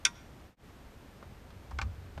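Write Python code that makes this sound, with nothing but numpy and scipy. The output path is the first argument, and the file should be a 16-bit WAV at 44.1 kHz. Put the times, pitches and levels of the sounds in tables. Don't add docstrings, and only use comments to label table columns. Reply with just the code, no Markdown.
import sys
import numpy as np
from scipy import signal
from scipy.fft import rfft, irfft
from scipy.io import wavfile
from scipy.ndimage import uniform_filter1d, minimum_filter1d

SR = 44100
rng = np.random.default_rng(int(sys.argv[2]) if len(sys.argv) > 2 else 0)


def wav_out(sig):
    wavfile.write(sys.argv[1], SR, np.round(np.clip(np.atleast_2d(sig).T, -1, 1) * 32767).astype(np.int16))


N = 97020

# (frequency [Hz], relative density [dB])
WASH_SPECTRUM = [(12, -40), (20, -9), (70, -4), (115, -7), (235, -11), (347, -14.5), (457, -16.5),
                 (713, -19), (1460, -24.5), (1590, -24), (7930, -40), (8620, -43), (10800, -46.5),
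                 (12000, -44), (15000, -47)]
# (time [s], level [dB])
GUST_LEVELS = [(0, -54.5), (.4, -65.5), (.7, -63), (.8, -58.5), (1.18, -64), (1.289, -49), (1.35, -62.5),
               (1.57, -48.5), (1.63, -64), (1.8, -40), (2.12, -56), (2.19, -43.5)]
# (frequency [Hz], relative density [dB])
GUST_SPECTRUM = [(15, -26), (30, -9.5), (45, -10.5), (66, 0.5), (100, -8), (200, -25), (600, -51),
                 (2000, -88.5)]
# (frequency [Hz], level [dB])
WHINE_TONES = [(8780, -83.5), (11710, -80), (14626, -89)]
# (time [s], level [dB], t60 [s], treble tilt [dB/octave])
POLE_CONTACTS = [(0.0505, -13, 0.018, 3.5), (0.0530, -19, 0.013, -1), (0.0595, -28, .016, -4.5),
                 (0.0650, -39, .016, 8.5), (0.0672, -31, .024, -6.5)]
# (frequency [Hz], relative density [dB])
POLE_SPECTRUM = [(150, -30), (750, -22), (1480, -7.5), (1780, -15), (2350, -2), (2900, -8), (3550, 1),
                 (4200, -10), (5700, -0.5), (7000, -9), (8100, -18), (10000, -15), (10800, -34),
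                 (15000, -42)]
# (frequency [Hz], relative level [dB], t60 [s])
POLE_RESONANCES = [(953, -18, .25), (1058, -17, .17), (1175, -18, .17), (1396, -5, .115), (1539, 2, .075),
                   (1906, -11, .125), (2066, -5, .045), (2188, -2, .082), (2424, 0, .06), (2608, -3, .063),
                   (3405, -2, .062), (3517, 1, .06), (3645, -2, .078), (3738, -9, .085), (4686, 0, .048),
                   (5760, -1, .042), (6030, -3, .06), (6430, -5, .052)]
# (frequency [Hz], relative density [dB])
STANDS_SPECTRUM = [(200, 16), (1250, -0.5), (1400, 7), (1550, 1.5), (2600, -3), (3700, -2), (5800, -5.5),
                   (9000, -11), (15000, -17)]
# (time [s], level [dB], treble tilt [dB/octave])
THUD_CONTACTS = [(1.226, -42, -3.5), (1.504, -53.5, 3), (1.7093, -52, 5.5), (1.7135, -42, -6),
                 (2.1767, -39, -1)]
# (frequency [Hz], relative density [dB])
THUD_SPECTRUM = [(60, -3), (170, -1), (420, -4), (800, -1), (1100, 0), (1500, -5), (2000, -10.5),
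                 (4500, -18), (8000, -33.5), (15000, -53)]
# (time [s], frequency [Hz], level [dB], rise [s], hold [s], t60 [s])
STRAIN_TONES = [(1.714, 70, -35.5, .026, .12, .34), (1.815, 91.3, -38, 0.06, 0.04, .2),
                (1.92, 91.5, -48, 0.012, 0.12, 0.48), (1.812, 218, -50.5, 0.012, 0.038, 0.27)]
# (time [s], level [dB], t60 [s], treble tilt [dB/octave])
BOX_CONTACTS = [(1.7868, -31, 0.016, 0), (1.7945, -42, .018, 0), (1.8142, -31.5, 0.046, 1)]
# (frequency [Hz], relative density [dB])
BOX_SPECTRUM = [(120, -13), (450, -6), (1450, 8.5), (1850, -8), (2300, -1), (2900, -6), (5200, -8),
                (8000, -20.5), (9500, -37), (15000, -41)]
# (frequency [Hz], relative level from floor [dB], relative level from wall [dB], t60 [s])
BOX_RESONANCES = [(798, -7, -18, .075), (892, -5, -17, .068), (1012, -10, -9, .06), (1118, -10, -6, .075),
                  (1238, -7, -9, .095), (1398, -7, -15, .04), (1517, 1, -7, .052), (1800, -17, -12, .075),
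                  (2168, -1, -6, .03), (2360, -12, -2, .04), (2735, -17, -17, .055), (3436, -20, -25, .08)]


def amp(db):
    return 10 ** (np.asarray(db) / 20)


def unit(x):
    return x / np.sqrt(np.mean(x ** 2) + 1e-20)


def add(mix, start_s, sound):
    part = mix[max(round(start_s * SR), 0):][:len(sound)]
    part += sound[:len(part)]


def noise(spectrum, tilt_db=0):
    octave = np.log2(np.fft.rfftfreq(N, 1 / SR) + 1)
    hz, db = np.transpose(spectrum)
    shape_db = np.interp(octave, np.log2(hz), db)
    treble_db = tilt_db * np.maximum(octave, np.log2(1000))
    return unit(irfft(rfft(rng.standard_normal(N)) * amp(shape_db + treble_db), N))


def drift(rate_hz):
    hz = np.fft.rfftfreq(N, 1 / SR)
    return unit(irfft(rfft(rng.standard_normal(N)) * np.exp(-(hz / rate_hz) ** 2), N))


def envelope(rise_s, t60, hold_s=0):
    t = np.arange(N) / SR
    decay = np.exp(-np.log(1000) * np.maximum(t - rise_s - hold_s, 0) / t60)
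    return np.minimum(t / rise_s, 1) * decay


def distant_wash():
    level_db = -53 + 0.1 * drift(rate_hz=12)
    return amp(level_db) * noise(WASH_SPECTRUM)


def wind():
    level_db = np.interp(np.arange(N) / SR, *np.transpose(GUST_LEVELS))
    return amp(level_db) * noise(GUST_SPECTRUM)


def whine():
    clock = np.cumsum(1 + .0009 * drift(rate_hz=3)) / SR
    return sum(amp(db) * np.sqrt(2) * np.sin(2 * np.pi * hz * clock) for hz, db in WHINE_TONES)


def cracks(contacts, spectrum, rise_s):
    out = np.zeros(N)
    for start_s, db, t60, tilt_db in contacts:
        add(out, start_s, amp(db) * noise(spectrum, tilt_db) * envelope(rise_s, t60))
    return out


def ring(modes, swell_cycles):
    t = np.arange(N) / SR
    out = np.zeros(N)
    for hz, db, t60 in modes:
        phase = 2 * np.pi * (hz * t + rng.random())
        out += amp(db) * envelope(swell_cycles / hz, t60) * np.sin(phase)
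    return out


def falling_pole():
    out = cracks(POLE_CONTACTS, POLE_SPECTRUM, rise_s=.0013)
    add(out, start_s=.0514, sound=amp(-28) * ring(POLE_RESONANCES, swell_cycles=8))
    return out


def stadium(direct):
    ground = rng.standard_normal(N) * envelope(rise_s=.002, t60=.1)
    stands = noise(STANDS_SPECTRUM) * envelope(rise_s=.063, t60=.41)
    response = np.zeros(N)
    add(response, start_s=.0034, sound=amp(-17.5) * ground / np.linalg.norm(ground))
    add(response, start_s=.05, sound=amp(-31.5) * stands / np.linalg.norm(stands))
    return direct + signal.fftconvolve(direct, response)[:N]


def thuds():
    out = np.zeros(N)
    for start_s, db, tilt_db in THUD_CONTACTS:
        add(out, start_s, amp(db) * noise(THUD_SPECTRUM, tilt_db) * envelope(rise_s=.00083, t60=.048))
    return out


def bending_pole():
    t = np.arange(N) / SR
    out = np.zeros(N)
    for start_s, hz, db, rise_s, hold_s, t60 in STRAIN_TONES:
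        waver = 1 + .087 * drift(rate_hz=17)
        add(out, start_s, amp(db) * envelope(rise_s, t60, hold_s) * waver * np.sin(2 * np.pi * hz * t))
    return out


def pole_plant():
    out = cracks(BOX_CONTACTS, BOX_SPECTRUM, rise_s=.0016)
    hz, floor_db, wall_db, t60 = np.transpose(BOX_RESONANCES)
    add(out, start_s=1.7872, sound=amp(-32.5) * ring(zip(hz, floor_db, t60), swell_cycles=4.2))
    add(out, start_s=1.8150, sound=amp(-33.5) * ring(zip(hz, wall_db, t60), swell_cycles=4.2))
    return out


def scene():
    impacts = falling_pole() + pole_plant() + thuds()
    return (stadium(impacts) + bending_pole() + distant_wash() + wind())[None]


def record(dry):
    t = np.arange(N) / SR
    ceiling_db, fade_floor, cutoff_hz = -10.2, .02, 15150
    peak_gain = np.minimum(1, amp(ceiling_db) / (abs(dry) + 1e-9))
    limited = dry * uniform_filter1d(minimum_filter1d(peak_gain, size=31), size=31)
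    fade_times_s = [.46, .557, .566, .65]
    fade = np.maximum(np.interp(t, fade_times_s, [1, 0, 0, 1]), fade_floor)
    low_pass = signal.firwin(511, cutoff_hz, window=("kaiser", 9), fs=SR)
    return signal.oaconvolve((limited + whine()) * fade, low_pass[None], "same")


dry = scene()
out = record(dry)
wav_out(out)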